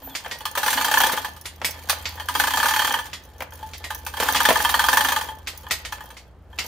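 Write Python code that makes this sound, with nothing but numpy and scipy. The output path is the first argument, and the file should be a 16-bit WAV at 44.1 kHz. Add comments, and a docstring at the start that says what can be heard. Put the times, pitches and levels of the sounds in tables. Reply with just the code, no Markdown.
"""Outdoors in a log yard, a hand chain hoist lifts a log in three long pulls. Its pawl drops off each
tooth and excites the modes of the steel housing, while colliding links clatter over the wheel.
Mostly between pulls, the slack chain strikes the steel frame, which rings in free vibration. The load
knocks now and then, friction makes a pulley squeak, and a far engine hums under a light breeze."""
import sys
import numpy as np
from scipy import signal
from scipy.fft import rfft, irfft, next_fast_len
from scipy.io import wavfile
from scipy.ndimage import map_coordinates

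SR = 44100
rng = np.random.default_rng(int(sys.argv[2]) if len(sys.argv) > 2 else 0)


def persist_wave(psi):
    """Save psi, clipped to +-1, as 16-bit WAV."""
    counts = np.round(np.clip(psi, -1, 1) * 32767).astype(np.int16)
    wavfile.write(sys.argv[1], SR, np.atleast_2d(counts).T)


N = 294147
HIT = np.arange(6144) / SR  # time in seconds within a short impact
RING = np.arange(13312) / SR  # time in seconds within a long ring

# Spectra of the breeze, the load's thud and crack, running links, lightly touching links, and a slap's
# body and treble. Each row: frequency in Hz, relative spectral density in dB.
BREEZE_SPECTRUM = [(150, 1.5), (500, 2.5), (1100, -5), (1600, -10.5), (2400, -16.5), (4000, -23),
                   (15000, -38)]
THUD_SPECTRUM = [(100, -27.5), (165, -4.5), (212, -2), (250, -1.5), (310, -2), (400, -0.5), (510, 9),
                 (600, 4.5), (700, 3), (900, -2), (1200, -26.5), (2200, -61)]
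CRACK_SPECTRUM = [(200, -59), (500, -8.5), (1000, 4), (2500, 0.5), (5000, -14), (15000, -28.5)]
LINK_SPECTRUM = [(300, -13), (1000, 7), (2200, 3.5), (3800, 3), (4500, 4), (5200, -2), (7300, 1),
                 (8000, -8), (8700, -1.5), (9800, -0.5), (10800, -11), (11500, 1.5), (12600, -0.5),
                 (15300, -0.5)]
TAP_SPECTRUM = [(1800, -10), (4000, -11), (6500, 3), (8000, -23.5), (9500, -1), (12000, -2), (15000, 4.5)]
SLAP_SPECTRUM = [(400, -10.5), (1200, -3), (1900, -3), (4500, -7.5), (7000, -11), (9000, -28), (15000, -63)]
SLAP_TREBLE_SPECTRUM = [(3000, -49), (7000, 6), (8000, 7.5), (9400, 11), (10800, 3.5), (12000, 5.5),
                        (15300, 2.5)]
# Resonances of the housing (low and upper), pawl, gear train and chain guide.
# Each row: frequency in Hz, bandwidth in Hz, relative gain in dB.
HOUSING_LOW = [(863.4, 41, 11), (933.5, 23.2, 8), (994, 38, 5.5)]
HOUSING_UPPER = [(1221, 43, 5.5), (1370, 510, -4.5), (1563, 240, 2.5), (1754, 34, 7), (1839, 35, -1),
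                 (2512, 27, -10.5), (2946, 18.3, -2.5), (3183, 43, 2), (3380, 19.6, 0), (3550, 15, -12.5),
                 (4443, 17, -7)]
PAWL_RESONANCES = [(4450, 24, -16), (6060, 140, -3.5), (8600, 54, -1.5), (9250, 92, -2)]
GEAR_RESONANCES = [(208, 11, 4.5), (276.4, 22, 10)]
GUIDE_RESONANCES = [(495, 22, -21), (566, 5.1, -14.5)]
# Free modes of the wheel and the steel frame. Each row: frequency in Hz, relative level in dB.
WHEEL_RING = [(515, -11), (581, -13), (840, -6), (890, -5), (1040, -8), (1226, -9), (1720, -2), (1748, 0),
              (3145, -9)]
FRAME_RING = [(1926, -7), (2128, -8), (2192, -7), (2552, -9), (3079, -6), (3383, 0), (3535, -4), (3681, -7),
              (3908, -4), (4097, -9), (4311, -6), (4397, -9), (4521, 0), (4709, -4), (4790, -11),
              (4908, -4), (5230, -5), (5440, -7), (5643, -9), (6089, -8), (6663, -10), (6844, -9),
              (6939, -11), (7160, -11), (7792, -13), (8578, -14), (11662, -14), (12143, -12), (13298, -16),
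              (14940, -17)]
# Likeness of the two channels. Each row: frequency in Hz, left-right correlation.
COHERENCE = [(30, .8), (100, .96), (300, .92), (700, .95), (1400, .87), (3100, .68), (6000, .45),
             (15000, .45)]
# Stereo balance of the hoist. Each row: frequency in Hz, left minus right level in dB.
BALANCE = [(1000, 0.5), (3300, 0), (4500, -3.5), (6000, -4.5), (7800, -2), (9000, -7.5), (11000, 0),
           (15000, -1.5)]
# Reverberation of the yard. Each row: frequency in Hz, time to fall 60 dB in seconds.
YARD_DECAY = [(200, 0.23), (1000, 0.46), (4000, 0.34), (14000, 0.02)]
# Envelopes of the engine's two tones. Each row: time in seconds, relative level in dB.
UPPER_HUM = [(0.0, -59), (0.07, -54.5), (1.09, -50), (2.17, -39.5), (3.17, -51.5), (3.55, -43), (4.7, -43),
             (5.98, -47), (6.02, -61), (6.67, -43.5)]
LOWER_HUM = [(0.0, -59), (1.8, -57), (1.99, -43), (2.43, -53), (4.89, -39), (4.96, -48), (6.61, -46.5),
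             (6.67, -56)]
# Squeaks of the pulley. Each row: start in seconds, length in seconds, first and last pitch in Hz,
# level in dB, jitter as a fraction of the pitch.
PULLEY_SQUEAKS = [(0.0, 0.16, 270.5, 262, -45, 0.071), (0.02, 0.18, 13750, 13700, -47, 0.008),
                  (0.022, 0.076, 14300, 14000, -35, 0.012), (0.083, 0.066, 3660, 3200, -45, 0.012)]
# Knocks of the load, taps of loose links and pings of the hook.
# Each row: start in seconds, relative level in dB.
LOAD_KNOCKS = [(0.261, -39.5), (0.574, -31), (1.012, -33), (1.034, -42), (1.133, -32.5), (1.616, -37.5),
               (1.645, -52), (1.929, -39.5), (2.416, -44), (2.644, -34), (3.406, -37.5), (3.421, -39),
               (4.201, -27.5), (4.225, -30), (4.487, -20), (4.505, -19.5), (5.716, -45), (5.982, -55)]
LINK_TAPS = [(0.387, -29), (0.513, -25), (1.289, -32), (1.412, -27.5), (1.709, -18.5), (2.1563, -30),
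             (3.2765, -60), (3.3817, -37), (3.4046, -28), (3.4233, -25), (3.5364, -30.5), (3.6914, -49),
             (3.7807, -29), (3.9478, -18), (4.0503, -28), (5.5758, -23.5), (5.6246, -52)]
HOOK_PINGS = [(3.629, -33.5), (5.288, -30.5)]
# Chain slaps on the frame. Each row: start in seconds, relative level in dB, treble offset in dB.
FRAME_SLAPS = [(0.151, -28, -9.5), (0.312, -29.5, -15), (1.455, -33, -5.5), (1.646, -23, -3),
               (1.895, -37, -4), (2.055, -27, -35), (3.131, -32.5, -13), (3.735, -37.5, -16),
               (3.841, -33, -10), (4.36, -21.5, -12), (5.472, -29.5, -9), (5.709, -21.5, -6.5),
               (5.85, -33, -11), (6.168, -42.5, -11), (6.587, -25.5, -15)]
# Hard pulls on the hand chain, with light reaches for a new grip between them.
# Each row: start in seconds, end in seconds, effort in dB.
HAND_STROKES = [(0.0, 0.42, -23), (0.666, 1.12, -1), (1.64, 2.24, -18.5), (2.37, 2.9, -4),
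                (3.56, 4.1, -24.5), (4.241, 5.14, -2), (5.54, 6.08, -26.5), (6.64, 6.674, -16)]
# Pawl clacks, one a tooth. Each row: start in seconds, relative levels of clack and link clink in dB.
PAWL_CLACKS = [(0.246, -22, -43), (0.406, -22.5, -39.5), (0.454, -12, -25), (0.552, -13.5, -27.5),
               (0.576, -11.5, -21.5), (0.631, -9, -24.5), (0.662, -13, -22), (0.679, -7, -21),
               (0.704, -16.5, -20.5), (0.729, -10, -20), (0.775, -6.5, -28.5), (0.811, -9, -25),
               (0.845, -8.5, -20.5), (0.88, -10.5, -35.5), (0.913, -8, -22), (0.939, -4.5, -19),
               (0.972, -2.5, -24), (1.003, -4, -17.5), (1.035, -3.5, -20.5), (1.064, -11.5, -25.5),
               (1.094, -9.5, -42), (1.13, -17, -28), (1.174, -10, -29), (1.246, -13, -29),
               (1.364, -29.5, -43), (1.888, -18.5, -30.5), (1.896, -10.5, -14), (2.176, -24, -52),
               (2.198, -16, -35.5), (2.286, -9, -25.5), (2.351, -7, -24), (2.398, -3.5, -17.5),
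               (2.438, -8.5, -23), (2.472, -9, -22), (2.506, -13, -27), (2.536, -8, -24.5),
               (2.572, -8, -22), (2.6, -7.5, -26), (2.629, -6, -21.5), (2.657, -6, -21.5),
               (2.684, -10.5, -19.5), (2.708, -9, -24), (2.737, -8.5, -23), (2.762, -7, -22),
               (2.792, -4.5, -22.5), (2.819, -9, -25), (2.846, -7.5, -24), (2.875, -10.5, -26),
               (2.906, -10.5, -33), (2.94, -6, -26.5), (2.988, -13.5, -29.5), (3.056, -31, -36.5),
               (3.522, -28, -48), (3.628, -28, -45), (3.904, -14, -31), (3.95, -26.5, -47),
               (4.065, -17.5, -28), (4.138, -18.5, -37), (4.169, -16.5, -31), (4.2, -14.5, -21.5),
               (4.225, -12, -29), (4.286, -5, -23.5), (4.346, -6.5, -21.5), (4.403, -4.5, -21),
               (4.452, -2, -16), (4.488, -4, -16.5), (4.556, -4.5, -24.5), (4.602, -7.5, -26),
               (4.648, -3, -22.5), (4.692, -8, -22.5), (4.741, -3, -23.5), (4.793, -3, -20),
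               (4.839, -5.5, -23.5), (4.885, -2.5, -18), (4.929, -3.5, -18), (4.971, -2, -17),
               (5.007, -6.5, -20.5), (5.047, -6.5, -20.5), (5.085, -9.5, -22.5), (5.12, -7, -24.5),
               (5.161, -6.5, -24.5), (5.211, -13, -29.5), (5.287, -18.5, -40), (5.666, -22.5, -56),
               (5.923, -16, -30.5), (6.006, -23, -45), (6.103, -29.5, -42.5), (6.528, -31.5, -62)]


def amp(db):
    """Amplitude grows tenfold for every 20 dB."""
    return 10 ** (np.asarray(db) / 20)


def unit(x):
    """Normalisation to an rms of 1."""
    return x / np.sqrt(np.mean(x ** 2) + 1e-20)


def along(points, hz):
    """Interpolation of (Hz, value) points on a logarithmic frequency axis."""
    f, values = np.transpose(points)
    return np.interp(np.log(hz + 1), np.log(f + 1), values)


def wobble(rate):
    """Smooth fluctuation: a spline through `rate` random knots a second."""
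    knots = rng.standard_normal(int(N * rate / SR) + 4)
    return map_coordinates(knots, [np.arange(N) * rate / SR])


def filtered(x, response):
    """Linear filtering: the spectrum is multiplied by a frequency response."""
    n = x.shape[-1]
    m = 2 * next_fast_len(n // 2 + 2048)
    return irfft(rfft(x, m) * response(np.fft.rfftfreq(m, 1 / SR)), m)[..., :n]


def colour(points):
    """Minimum phase: folding the cepstrum gives a causal response with this spectrum."""
    def response(hz):
        cepstrum = irfft(np.log(amp(along(points, hz))))
        cepstrum[1:len(hz) - 1] *= 2
        cepstrum[len(hz):] = 0
        return np.exp(rfft(cepstrum))
    return response


def body(modes):
    """Modal superposition: a body responds as a sum of damped resonators, here of alternating sign."""
    return lambda f: sum((-1) ** k * amp(db) * 1j * f * width / (hz * hz - f * f + 1j * f * width)
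                         for k, (hz, width, db) in enumerate(modes))


def band(modes, low_hz, high_hz):
    """Filters in cascade: a band-pass steepens the skirts of the resonances."""
    skirts = signal.butter(3, [low_hz, high_hz], "band", analog=True)
    return lambda hz: body(modes)(hz) * signal.freqs(*skirts, hz)[1]


def stereo(pair):
    """Partial coherence: two unrelated signals become channels alike in the bass, apart in the treble."""
    def weights(hz):
        angle = np.arccos(np.clip(along(COHERENCE, hz), -1, 1)) / 2
        return np.array([np.cos(angle), np.sin(angle)])
    mid, side = filtered(pair, weights)
    return np.array([mid + side, mid - side])


def noise(response):
    """Spectral shaping of white noise: steady, stereo, rms 1."""
    return unit(stereo(filtered(rng.standard_normal((2, N)), response)))


def placed(times, levels_db, sounds):
    """Superposition of blows, each at its time, its level being the rms of its first 20 ms."""
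    out = np.zeros((2, N + len(RING)))
    for start, db, sound in zip(times, levels_db, sounds):
        rms = np.sqrt(np.mean(sound[:, :SR // 50] ** 2, axis=1, keepdims=True))
        out[:, round(start * SR):][:, :sound.shape[1]] += amp(db) * sound / rms
    return out[:, :N]


def uneven_times(count):
    """Timing jitter: one event falls at random in each of `count` equal intervals."""
    return (np.arange(count) + rng.random(count)) / count * (N - 1) / SR


def chatter(count, t60, tail_db, tail_t60):
    """Impact excitation: a decaying noise burst with a gritty after-rattle, as (blows, 2, samples)."""
    grit = np.repeat(amp(2.5 * rng.standard_normal((count, 1, len(HIT) // 32))), 32, axis=2)
    fade = amp(-60 * HIT / t60) + amp(tail_db - 60 * HIT / tail_t60) * grit
    return rng.standard_normal((count, 2, len(HIT))) * fade


def bounced(sounds, gap_s, db):
    """Elastic rebound: each blow makes a second contact, of random delay and strength."""
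    t = HIT[:sounds.shape[-1]]
    delay, strength = .5 + rng.random((len(sounds), 2)).T
    lags = np.searchsorted(t, gap_s * delay)
    again = np.array([np.pad(x, ((0, 0), (lag, 0)))[:, :len(t)] for x, lag in zip(sounds, lags)])
    return sounds + amp(db) * strength[:, None, None] * again


def ringing(hz, db, t60, t, count, scatter_db):
    """Free vibration: each of `count` blows starts damped modes at random amplitudes and phases."""
    decay = amp(db[:, None] - 60 * t / t60 * (hz[:, None] / 4000) ** 0.022)  # high modes die sooner
    phase = 2 * np.pi * hz[:, None] * t
    strengths = rng.standard_normal((count, 2, 2 * len(hz)))
    strengths *= np.tile(amp(scatter_db * rng.standard_normal((count, 1, len(hz)))), 2)
    waves = np.vstack([decay * np.cos(phase), decay * np.sin(phase)])
    return (strengths.reshape(2 * count, -1) @ waves).reshape(count, 2, -1)


def clinks(spectrum, t60, t, count, modes):
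    """Each link has its own natural frequencies; every jolt excites a new mixture of them."""
    hz = 1800 + 13800 * (np.arange(modes) + rng.random(modes)) / modes
    return ringing(hz, along(spectrum, hz), t60, t, count, scatter_db=4)


def effort(rise_db_per_s=182, coast_db_per_s=107, sway_db=-30.5, settle_at_s=6.15):
    """Inertia: the chain's motion, in dB, builds up to each stroke and coasts down to a faint sway."""
    t = np.arange(N) / SR
    strokes = [db - rise_db_per_s * np.maximum(start - t, 0) - coast_db_per_s * np.maximum(t - end, 0)
               for start, end, db in HAND_STROKES]
    sway = sway_db - coast_db_per_s * np.maximum(t - settle_at_s, 0)
    return np.max(strokes + [sway], axis=0)


def breeze():
    """Moving air makes steady broadband noise, strongest at low frequencies."""
    return amp(-56) * noise(colour(BREEZE_SPECTRUM))


def far_engine(upper_hz=81.4, lower_hz=63):
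    """Nearly periodic vibration: a far engine hums on two wavering tones over a low rumble."""
    def tone(hz, envelope, gain_db):
        db = np.interp(np.arange(N) / SR, *np.transpose(envelope))
        pitch = hz * (1 + 0.019 * wobble(9))
        return amp(db + gain_db) * unit(np.sin(2 * np.pi * np.cumsum(pitch) / SR))
    hum = tone(upper_hz, UPPER_HUM, gain_db=-2) + tone(lower_hz, LOWER_HUM, gain_db=-4)
    rumble = colour([(15, -31), (30, -22), (42, -18.5), (52, 3.5),
                     (75, -4), (130, -8), (200, -14), (600, -62)])
    return hum + amp(-52) * noise(rumble)


def yard_reverb(x, delay_s=.008):
    """Scattering from log piles and a wall adds a short diffuse tail."""
    hz, t, spectra = signal.stft(rng.standard_normal((2, SR // 2)), SR, nperseg=256)
    decay = amp(-60 * t / along(YARD_DECAY, hz)[:, None])
    tail = signal.istft(spectra * decay, SR, nperseg=256)[1]
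    tail = np.pad(tail / np.linalg.norm(tail[0]), ((0, 0), (round(delay_s * SR), 0)))
    return signal.fftconvolve(x, tail, axes=1)[:, :N]


def pulley_squeak(start, length, from_hz, to_hz, db, jitter):
    """Friction makes a dry pulley oscillate briefly on one unsteady, sliding tone."""
    progress = np.clip((np.arange(N) / SR - start) / length, 0, 1)
    hz = (from_hz + (to_hz - from_hz) * progress) * (1 + jitter * wobble(596))
    return amp(db) * np.sin(np.pi * progress) * np.sin(2 * np.pi * np.cumsum(hz) / SR)


def hook_pings(hz=876, t60=0.23):
    """The nudged hook vibrates in a single damped mode."""
    starts, db = np.transpose(HOOK_PINGS)
    ping = np.sin(2 * np.pi * hz * RING) * amp(-60 * RING / t60)
    return placed(starts, db, np.tile(ping, (len(starts), 2, 1)))


def load_knocks():
    """Impacts of rigging shifting under the log: a thud and a dry crack, duller when heavy."""
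    starts, level = np.transpose(LOAD_KNOCKS)
    blow = chatter(len(starts), t60=.025, tail_db=-6, tail_t60=.14)
    thuds = placed(starts, level - 1, filtered(blow, colour(THUD_SPECTRUM)))
    cracks = placed(starts, 0.72 * level - 6, filtered(blow, colour(CRACK_SPECTRUM)))
    return stereo(thuds + cracks)


def frame_slaps(graze_lead_s=0.0081):
    """Impact of the slack chain excites the frame: a clank, a splash of links, then free ringing."""
    starts, level, treble = np.transpose(FRAME_SLAPS)
    count = len(starts)
    contact = chatter(count, t60=.004, tail_db=-15, tail_t60=.06)
    clank = placed(starts, level - 6, filtered(contact, band([(1954, 280, 0)], 2120, 4400)))
    hz, db = np.transpose(FRAME_RING)
    ring = placed(starts, level - 6, ringing(hz, db, .21, RING, count, scatter_db=1))
    swell = 1 - np.exp(-RING / .004)  # the links land one after another
    jingle = placed(starts, level - 4, swell * clinks(SLAP_SPECTRUM, .16, RING, count, modes=260))
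    bright_links = clinks(SLAP_TREBLE_SPECTRUM, .16, RING, count, modes=200)
    sparkle = placed(starts, level + treble, swell * bright_links)
    rattle = filtered(chatter(count, t60=.07, tail_db=2, tail_t60=.17), colour(SLAP_SPECTRUM))
    splash = placed(starts, level - 4, rattle)
    graze = placed(starts - graze_lead_s, level - 20, rattle[::-1])  # the leading link touches first
    return stereo(graze + clank + ring + jingle + sparkle + splash)


def slack_chain(stray_count=150):
    """Light collisions ring the high modes of loose links, a few clearly and many faintly at random."""
    starts, level = np.transpose(LINK_TAPS)
    links = placed(starts, level - 18, clinks(TAP_SPECTRUM, .06, HIT, len(starts), modes=60))
    contact = chatter(len(starts), t60=.012, tail_db=-14, tail_t60=.1)
    ticks = placed(starts, level - 16, filtered(contact, colour(TAP_SPECTRUM)))
    times = rng.random(stray_count) * (N - 1) / SR
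    sizes_db = 5 * np.minimum(rng.standard_normal(stray_count), 1.5)
    strays = placed(times, sizes_db, clinks(TAP_SPECTRUM, .03, HIT[:2304], stray_count, modes=60))
    return stereo(links + ticks + amp(0.88 * effort() - 34.5) * unit(strays))


def load_chain(count=170):
    """Forced vibration: loaded links bump into their sprocket and rattle the housing, more in a pull."""
    effort_db = effort()
    times = uneven_times(count)
    sizes_db = 3 * np.minimum(rng.standard_normal(count), 2)
    contacts = stereo(placed(times, sizes_db, chatter(count, t60=.025, tail_db=-6, tail_t60=.14)))
    bumps = unit(filtered(contacts, colour(THUD_SPECTRUM)))
    rattle = unit(filtered(contacts, band(HOUSING_LOW + HOUSING_UPPER, 400, 5000)))
    return amp(0.49 * effort_db - 42) * bumps + amp(0.9 * effort_db - 34) * rattle


def running_chain(count=480):
    """Random excitation: links clink and scrape over the wheel, stirring guide and housing; gears rumble."""
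    effort_db = effort()
    times = uneven_times(count)
    sizes_db = 3.5 * np.clip(rng.standard_normal(count), -2, 1.3)
    links = placed(times, sizes_db, clinks(LINK_SPECTRUM, .065, HIT[:2304], count, modes=130))
    jingle = amp(effort_db - 30) * unit(stereo(links))
    scrape = stereo(rng.standard_normal((2, N)) * amp(2.5 * wobble(300) + 2 * wobble(40)))
    hiss = amp(1.04 * effort_db - 34) * unit(filtered(scrape, colour(LINK_SPECTRUM)))
    guide_and_housing = body(GUIDE_RESONANCES + HOUSING_LOW + HOUSING_UPPER)
    churn = amp(0.77 * effort_db - 33) * unit(filtered(scrape, guide_and_housing))
    gears = amp(0.78 * effort_db - 45) * noise(band(GEAR_RESONANCES, 190, 450))
    return jingle + hiss + churn + gears


def pawl():
    """Impulse response: the pawl drops off each tooth, ringing housing and wheel and jolting the links."""
    starts, clack_db, clink_db = np.transpose(PAWL_CLACKS)
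    count = len(starts)
    drop = chatter(count, t60=.0072, tail_db=-19, tail_t60=.11)
    drop[:, 0, 0] += 5  # the hard first contact
    drop = bounced(drop, gap_s=.005, db=-8)
    jolt = chatter(count, t60=.14, tail_db=-7, tail_t60=.11)
    low_ring = placed(starts, clack_db - 18, filtered(drop, band(HOUSING_LOW, 750, 1380)))
    upper_db = 1.095 * clack_db - 15  # a harder clack is brighter
    upper_ring = placed(starts, upper_db, filtered(drop, band(HOUSING_UPPER, 910, 6600)))
    hz, db = np.transpose(WHEEL_RING)
    wheel = placed(starts, clack_db - 26.5, ringing(hz, db, .22, RING, count, scatter_db=2))
    ticks = placed(starts, clink_db - 6, filtered(jolt, colour(LINK_SPECTRUM)))
    links = placed(starts, clink_db - 7, clinks(LINK_SPECTRUM, .14, HIT, count, modes=130))
    pings = placed(starts, clink_db - 14, filtered(jolt, band(PAWL_RESONANCES, 5100, 12000)))
    return stereo(low_ring + upper_ring + wheel + ticks + links + pings)


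def scene():
    """Superposition of the hoist's direct sound, its reverberation and the background."""
    hoist = pawl() + running_chain() + load_chain() + slack_chain()
    hoist += frame_slaps() + load_knocks() + hook_pings()
    hoist += sum(pulley_squeak(*row) for row in PULLEY_SQUEAKS)
    hoist = filtered(hoist, lambda hz: amp(np.outer([1, -1], along(BALANCE, hz)) / 2))
    return hoist + amp(-15) * yard_reverb(hoist) + far_engine() + breeze()


def record(dry):
    """Band limiting: a steep low-pass removes the highest treble."""
    cutoff_hz = 15600
    return filtered(dry, lambda hz: 1 / np.sqrt(1 + (hz / cutoff_hz) ** 160))


dry = scene()
out = record(dry)
persist_wave(out)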